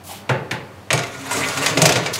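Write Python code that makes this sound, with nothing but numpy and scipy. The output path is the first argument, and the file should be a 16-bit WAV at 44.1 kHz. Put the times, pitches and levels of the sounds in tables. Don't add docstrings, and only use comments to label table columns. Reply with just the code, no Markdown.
import sys
import numpy as np
from scipy import signal
from scipy.fft import rfft, irfft, next_fast_len
from scipy.io import wavfile
from scipy.ndimage import uniform_filter1d, map_coordinates

SR = 44100
rng = np.random.default_rng(int(sys.argv[2]) if len(sys.argv) > 2 else 0)


def gain_from_db(level_db):
    decades = np.asarray(level_db, float) / 20
    return 10 ** decades


def transcribe(signal):
    frames = np.atleast_2d(signal).T
    limited = np.clip(frames, -1, 1)
    pcm = np.round(limited * 32767).astype(np.int16)
    wavfile.write(sys.argv[1], SR, pcm)


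N = 96843

# centre_hz, width_hz, level_db [dB over the sheet's hiss]
SHEET_MODES = [(1170, 61, 10), (1430, 28, 12), (1927, 280, 3.5), (2236, 530, 11), (2765, 170, 3),
               (3500, 110, 3), (4030, 190, -6), (5120, 76, -3), (6500, 114, -20), (6600, 420, 0),
               (8000, 270, -6), (9940, 110, 8)]


def unit(x):
    return x / np.sqrt(np.mean(x ** 2) + 1e-20)


def along(points, hz):
    f, v = np.transpose(points)
    return np.interp(np.log(hz + 1), np.log(f + 1), v)


def wobble(rate):
    knots = rng.standard_normal(int(N * rate / SR) + 4)
    return map_coordinates(knots, [np.arange(N) * rate / SR])


def filtered(x, response):
    m = next_fast_len(x.shape[-1] + 8192)
    return irfft(rfft(x, m) * response(np.fft.rfftfreq(m, 1 / SR)), m)[..., :x.shape[-1]]


def causal(points):
    def response(hz):
        cepstrum = irfft(np.log(gain_from_db(along(points, hz)) + 1e-6))
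        half = len(cepstrum) // 2
        cepstrum[1:half] *= 2
        cepstrum[half + 1:] = 0
        bins = np.arange(len(hz))
        return np.interp(bins, bins, np.exp(rfft(cepstrum)))
    return response


def ringing(peaks, ring_db):
    def response(f):
        modes = sum(gain_from_db(db) * 1j * f * w / (c * c - f * f + 1j * f * w) for c, w, db in peaks)
        return 1 + gain_from_db(ring_db) * modes
    return response


def tilted(x, db_per_octave):
    return filtered(x, lambda hz: gain_from_db(db_per_octave * np.log2((hz + 100) / 3000)))


def patchy(x, depth_db):
    z = signal.stft(x, nperseg=256)[2]
    field = uniform_filter1d(rng.standard_normal(z.shape), 6, 0)
    field = uniform_filter1d(field, 9, 1)
    return signal.istft(z * gain_from_db(depth_db * unit(field)), nperseg=256)[1][:N]


def blows(rows, spike, rise):
    clank, thump = np.zeros((2, N + SR)), np.zeros((2, N + SR))
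    t = np.arange(SR // 8) / SR

    def with_pulse(v):
        return np.array([v, np.linalg.norm(v) * (t == 0)])

    for s, db, thump_db, contact, hard_db in rows:
        rough, push = rng.standard_normal((2, len(t)))
        body = gain_from_db(-26 * t / contact) * (1 - np.exp(-t / rise))
        chatter = rough * (body + spike * gain_from_db(-60 * t / 0.0025))
        hardness = causal([(500, -1.6 * hard_db), (5000, 0), (16000, 2.0 * hard_db)])
        push = push * gain_from_db(db + thump_db - 26 * t / (3.33 * contact))
        push = push * (1 - np.exp(-t / 0.0039))
        at = slice(round(s * SR), round(s * SR) + len(t))
        clank[:, at] += gain_from_db(db) * filtered(with_pulse(chatter), hardness)
        thump[:, at] += with_pulse(push)
    return clank[:, :N], thump[:, :N]


def tray(forces, bright, heavy, modes, ring_db, high_db, low_db):
    high = filtered(filtered(forces[0], causal(bright)), ringing(SHEET_MODES, ring_db))
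    low = filtered(filtered(forces[1], causal(heavy)), ringing(modes, -1.6))
    return gain_from_db(high_db) * high + gain_from_db(low_db) * low


def bumps():
    # start_s, peak_db, thump_db [over the clank], contact_s, hardness [dB per octave]
    landings = [
        (.9045, -4.5, -8, 0.026, -5),
        (.9105, -6, -21, .006, -3),
        (.9299, 1.5, -4, 0.0099, 2.3),
        (.9325, -5.5, -4, 0.014, -2),
        (.9773, -4.5, -1.5, 0.0065, -1.2),
        (.9915, -6.5, -11, 0.0076, -2),
        (1.0364, -13.5, -12, 0.01, -1),
        (1.3112, -8.5, -20, .012, -1),
        (1.4078, -14, -5, 0.012, -10),
        (1.4862, -10, -6, 0.014, 2.5),
    ]
    # start_s, peak_db, thump_db [over the clank], contact_s, hardness [dB per octave]
    jolts = [(1.5728, -13.5, -24, 0.024, 2), (1.6616, 0.5, -12, 0.0093, 1.9),
             (1.6655, -9, -4.5, 0.018, -1.3), (1.7724, -6, 3, 0.018, -3.5), (1.8173, 1, 1, 0.011, 3.6),
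             (1.8542, -1, -2.5, 0.022, 2.3), (1.8904, -5, -3, 0.019, -1.5), (1.9214, -7, -5, 0.016, 2),
             (1.9565, -10, 0.5, 0.024, -1.9), (1.9664, -10.5, -4, 0.015, -1.5),
             (2.0595, -15, -4, 0.036, -2.5)]
    # freq_hz, level_db
    click = [(350, -24), (600, -19), (1630, -13), (6790, -11.5), (7380, -18), (8020, -11.5), (14400, -31),
             (16500, -45)]
    # freq_hz, level_db
    rattle = [(350, -10.5), (600, -9.5), (1100, -9.5), (2000, -8.5), (3500, -6), (6500, -6.5), (15200, -29),
              (16500, -47)]
    # freq_hz, level_db
    thud = [(24, -60), (40, -4), (70, -21.5), (139, 0.5), (236, -17), (642, -4), (952, -14), (1500, -21),
            (1950, -30), (3300, -120)]
    # centre_hz, width_hz, level_db [over the sheet's hiss]
    low_modes = [(123, 17, 2.5), (167, 22, 1.5), (433, 62, 4.5), (557, 50, -9), (667, 71, 1.5),
                 (867, 100, 1.5)]
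    landed = tray(blows(landings, 2.48, 0.00056), click, thud, low_modes, -5.5, high_db=2.0, low_db=7.5)
    jolted = tray(blows(jolts, 0.54, 0.00073), rattle, thud, low_modes, -9.5, high_db=5, low_db=7.5)
    return landed + jolted


def slide():
    # time_s, pressure_db, speed [-1..1], weight_db [on the rack]
    strokes = [(.95, -41.5, -0.58, 23.5), (1.078, -41, 0.6, -8), (1.2, -37, 0.32, -3.5),
               (1.309, -31.5, -0.016, -21), (1.313, -25.5, -0.21, -6.5), (1.38, -24.5, 0.17, -2),
               (1.47, -24, 0.15, -11.5), (1.55, -29.5, 0.77, -4.5), (1.64, -21.5, 0.061, -11),
               (1.71, -26.5, 0.14, 4), (1.77, -29.5, 0.24, 6.5), (1.9, -24.5, 0.13, 0.5),
               (1.99, -30.5, -0.2, 0.5), (2.12, -32.5, -0.99, -10), (2.19, -32, 0.87, -5)]
    # freq_hz, level_db per Hz
    rasp_colour = [(180, -6), (300, -23), (337, -12), (418, 7.5), (1170, 5.5), (1300, 6.5), (2170, 1),
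                   (7200, -1.5), (16000, -19.5)]
    # freq_hz, level_db per Hz
    rumble_colour = [(24, -57.5), (40, -35), (136, -3.5), (318, -5.5), (641, -10), (1000, -19), (1300, -46),
                     (2200, -120)]
    # centre_hz, width_hz, level_db
    bar_modes = [(140, 41, 4.5), (274.2, 16.3, 9), (430, 45, 5.5), (572, 45, 9), (640, 24, 9.5)]
    s, *cols = np.transpose(strokes)
    t = np.arange(N) / SR
    press_db, speed, weight_db = [np.interp(t, s, c) for c in cols]
    on = np.clip((t - s[0]) / 0.022, 0, 1)

    grains_per_s, grain_db, grit = 2000, 5, 0.45
    grains = (rng.random(N) < grains_per_s / SR) * gain_from_db(grain_db * rng.standard_normal(N))
    grains = grains * rng.choice([-1, 1], N)
    force = np.sqrt(1 - grit) * rng.standard_normal(N) + np.sqrt(grit) * unit(grains)
    force = force * gain_from_db(2.2 * wobble(59.93))
    rasp = filtered(filtered(patchy(force, depth_db=2.3), causal(rasp_colour)), ringing(SHEET_MODES, -7.5))

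    fast = np.clip((speed + 1) / 2, 0, 1)
    tilt_db = 3
    rasp = fast * unit(tilted(rasp, tilt_db)) + (1 - fast) * unit(tilted(rasp, -tilt_db))
    rumble = filtered(filtered(rng.standard_normal(N), causal(rumble_colour)), ringing(bar_modes, 5.6))
    rumble_gain = gain_from_db(-6.5 + weight_db + 2.5 * wobble(25.35))
    return on * gain_from_db(press_db) * (rasp + rumble_gain * unit(rumble))


def knocks():
    # start_s, peak_db, thump_db [over the clank], contact_s, hardness [dB per octave]
    hits = [
        (.2916, -21, 2, .004, -7),
        (0.2932, -6.5, 4, 0.014, -5.5),
        (0.511, -7.5, -6, 0.02, -2.5),
    ]
    # freq_hz, level_db per Hz
    clank_colour = [(350, -6.5), (600, -16.5), (1020, 0), (1440, -23), (1790, -3), (6980, -11.5),
                    (15200, -28), (16500, -48)]
    # freq_hz, level_db per Hz
    thump_colour = [(24, -51), (40, -36), (123, 2), (229, -11.5), (520, -5.5), (752, -9.5), (2200, -19.5),
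                    (2860, -19), (4840, -120)]
    # centre_hz, width_hz, level_db
    dull_modes = [(125, 29, 0), (372, 20, 4), (527, 31, 0.5), (882, 44, 12), (1504, 156, 14.5)]
    # freq_hz, level_db
    to_walls = [(150, -1.5), (700, 1.5), (2400, -1), (3600, 2), (6000, -2), (12000, 9)]
    forces = blows(hits, 1.97, 0.001)
    near, pulses = tray(forces, clank_colour, thump_colour, dull_modes, -12.5, high_db=0.5, low_db=8.5)
    return np.array([near, filtered(pulses, causal(to_walls))])


def struck_modes(rows, rise):
    out, t = np.zeros(N), np.arange(N) / SR
    for s, hz, db, t60 in rows:
        u = np.maximum(t - s, 0)
        envelope = gain_from_db(db - 60 * u / t60) * (1 - np.exp(-u / rise))
        out += envelope * np.sin(2 * np.pi * hz * u + .5 * wobble(120))
    return out


def pings_and_booms():
    # start_s, pitch_hz, level_db, t60_s
    pings = [(.9047, 2100, -20, .05), (1.038, 2100, -20, .06), (1.312, 2080, -18, .054),
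             (1.313, 970, -18, .11), (1.408, 2100, -19, .05), (1.866, 2400, -18, .12),
             (2.062, 2290, -19, .09), (2.064, 2360, -25, .06), (2.158, 2100, -28, .04)]
    # start_s, pitch_hz, level_db,
    # t60_s
    booms = [(.2925, 510, -19, .2), (.293, 385, -17, .13), (.298, 131, -15, .22), (.3, 1670, -25, .2),
             (.515, 133, -25, .4), (.935, 155, -19, .25), (1.19, 270, -32, .7), (1.35, 268, -22, .5),
             (1.55, 263, -28, .5), (1.7, 115, -24, .5), (1.775, 680, -17, .12), (1.82, 655, -15, .15),
             (1.825, 133, -15, .5), (1.858, 620, -16, .2)]
    near = struck_modes(pings, rise=0.00092) + struck_modes(booms, rise=0.013)
    return near * [[1], [.25]]


def brush_strokes(rows, peak):
    out, t = np.zeros(N), np.arange(N) / SR
    for s, length, db, hz, spread in rows:
        grit = rng.standard_normal(N) * gain_from_db(5 * rng.standard_normal(N))
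        hiss = filtered(grit, lambda f: gain_from_db(-12 * np.abs(np.log2((f + 1) / hz) / spread)))
        u = (t - s) / length
        swell_db = np.where(u < peak, -10.5 * (1 - u / peak), -22 * (u - peak) ** 2)
        out += gain_from_db(db + 1.3 * wobble(90.6)) * (u > 0) * gain_from_db(swell_db) * unit(hiss)
    return out


def scuffs():
    # start_s, length_s, level_db, centre_hz, spread_octaves
    brushes = [(0.037, 0.15, -36, 9000, 2.6), (0.065, 0.14, -38.5, 3000, 1.24), (.15, .04, -56, 3300, .3),
               (1.43, 0.026, -20.5, 2300, 0.77), (2.129, 0.013, -30.5, 6000, 1.1),
               (2.15, 0.018, -19.5, 4230, 1.5), (2.192, .012, -29, 9100, 0.93)]
    # start_s, length_s, level_db, centre_hz, spread_octaves
    catches = [(.085, 0.096, -37, 794, 0.47), (1.311, 0.14, -27, 7600, 0.57),
               (1.407, 0.066, -29.5, 2060, 0.37), (1.773, .04, -25.5, 6500, 0.63),
               (1.819, 0.015, -11, 6500, 0.55), (1.855, 0.024, -14, 5430, 1),
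               (1.892, 0.013, -21, 5000, 1.4), (2.1355, 0.022, -19.5, 4930, 1.1)]
    return brush_strokes(brushes, peak=.3) + brush_strokes(catches, peak=.04)


def echo(x, t60s, count=9):
    out, at = np.zeros(N), np.arange(N) * (count - 1) / N
    for k in range(count):
        hz, t, z = signal.stft(rng.standard_normal(SR), SR, nperseg=256)
        decay = gain_from_db(-60 * t / along(t60s, hz)[:, None])
        tail = signal.istft(z * decay, SR, nperseg=256)[1]
        part = x * np.cos(np.pi / 2 * np.clip(at - k, -1, 1))
        out += signal.fftconvolve(np.pad(part, (150, 0)), tail / np.linalg.norm(tail))[:N]
    return out


def oven_and_kitchen(pulses):
    # freq_hz, t60_s
    kitchen = [(100, 0.87), (500, 0.71), (1500, 0.49), (4000, 0.36), (10000, 0.17)]
    return gain_from_db(-4) * echo(pulses, kitchen) + gain_from_db(-9.5) * echo(pulses, [(1000, 0.035)])


def fan():
    # freq_hz, level_db per Hz
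    air_colour = [(20, -48), (60, -12), (110, -5.5), (250, -13), (800, -13.5), (1100, -16), (5000, -30.5),
                  (16000, -41)]
    # pitch_hz, level_db
    motor = [(96, -45), (197, -52), (295, -55.5)]
    # centre_hz, width_hz, level_db
    whistles = [(4480, 42, -66)]
    t = np.arange(N) / SR
    air = unit(filtered(rng.standard_normal(N), lambda hz: gain_from_db(along(air_colour, hz))))
    out = gain_from_db(-43 + 0.23 * wobble(6.1)) * air
    for hz, db in motor:
        out += gain_from_db(db + 2.4 * wobble(14)) * np.sin(2 * np.pi * hz * t + wobble(12))
    for c, w, db in whistles:
        out += gain_from_db(db) * unit(filtered(rng.standard_normal(N), lambda f: 1 / (1 + ((f - c) / w) ** 4)))
    return out


def scene():
    near, pulses = bumps() + slide() + knocks() + pings_and_booms()
    strokes = scuffs()
    near = near + strokes
    pulses = pulses + gain_from_db(-6.5) * strokes
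    return (near + oven_and_kitchen(pulses) + fan())[None]


def top_cut(x):
    return signal.sosfilt(signal.butter(12, 16870, fs=SR, output="sos"), x)


def record(dry):
    # freq_hz, level_db
    mic = [(20, -29), (45, -11.5), (90, -1), (200, 1.5), (15000, -1.5)]
    x = filtered(dry, causal(mic))
    x = filtered(x, lambda hz: 1 / (1 + (hz / 15760) ** 300))
    ceiling = 1.05
    mix = x / (1 + np.abs(x / ceiling) ** 10) ** (1 / 10)
    return top_cut(mix)


dry = scene()
out = record(dry)
transcribe(out)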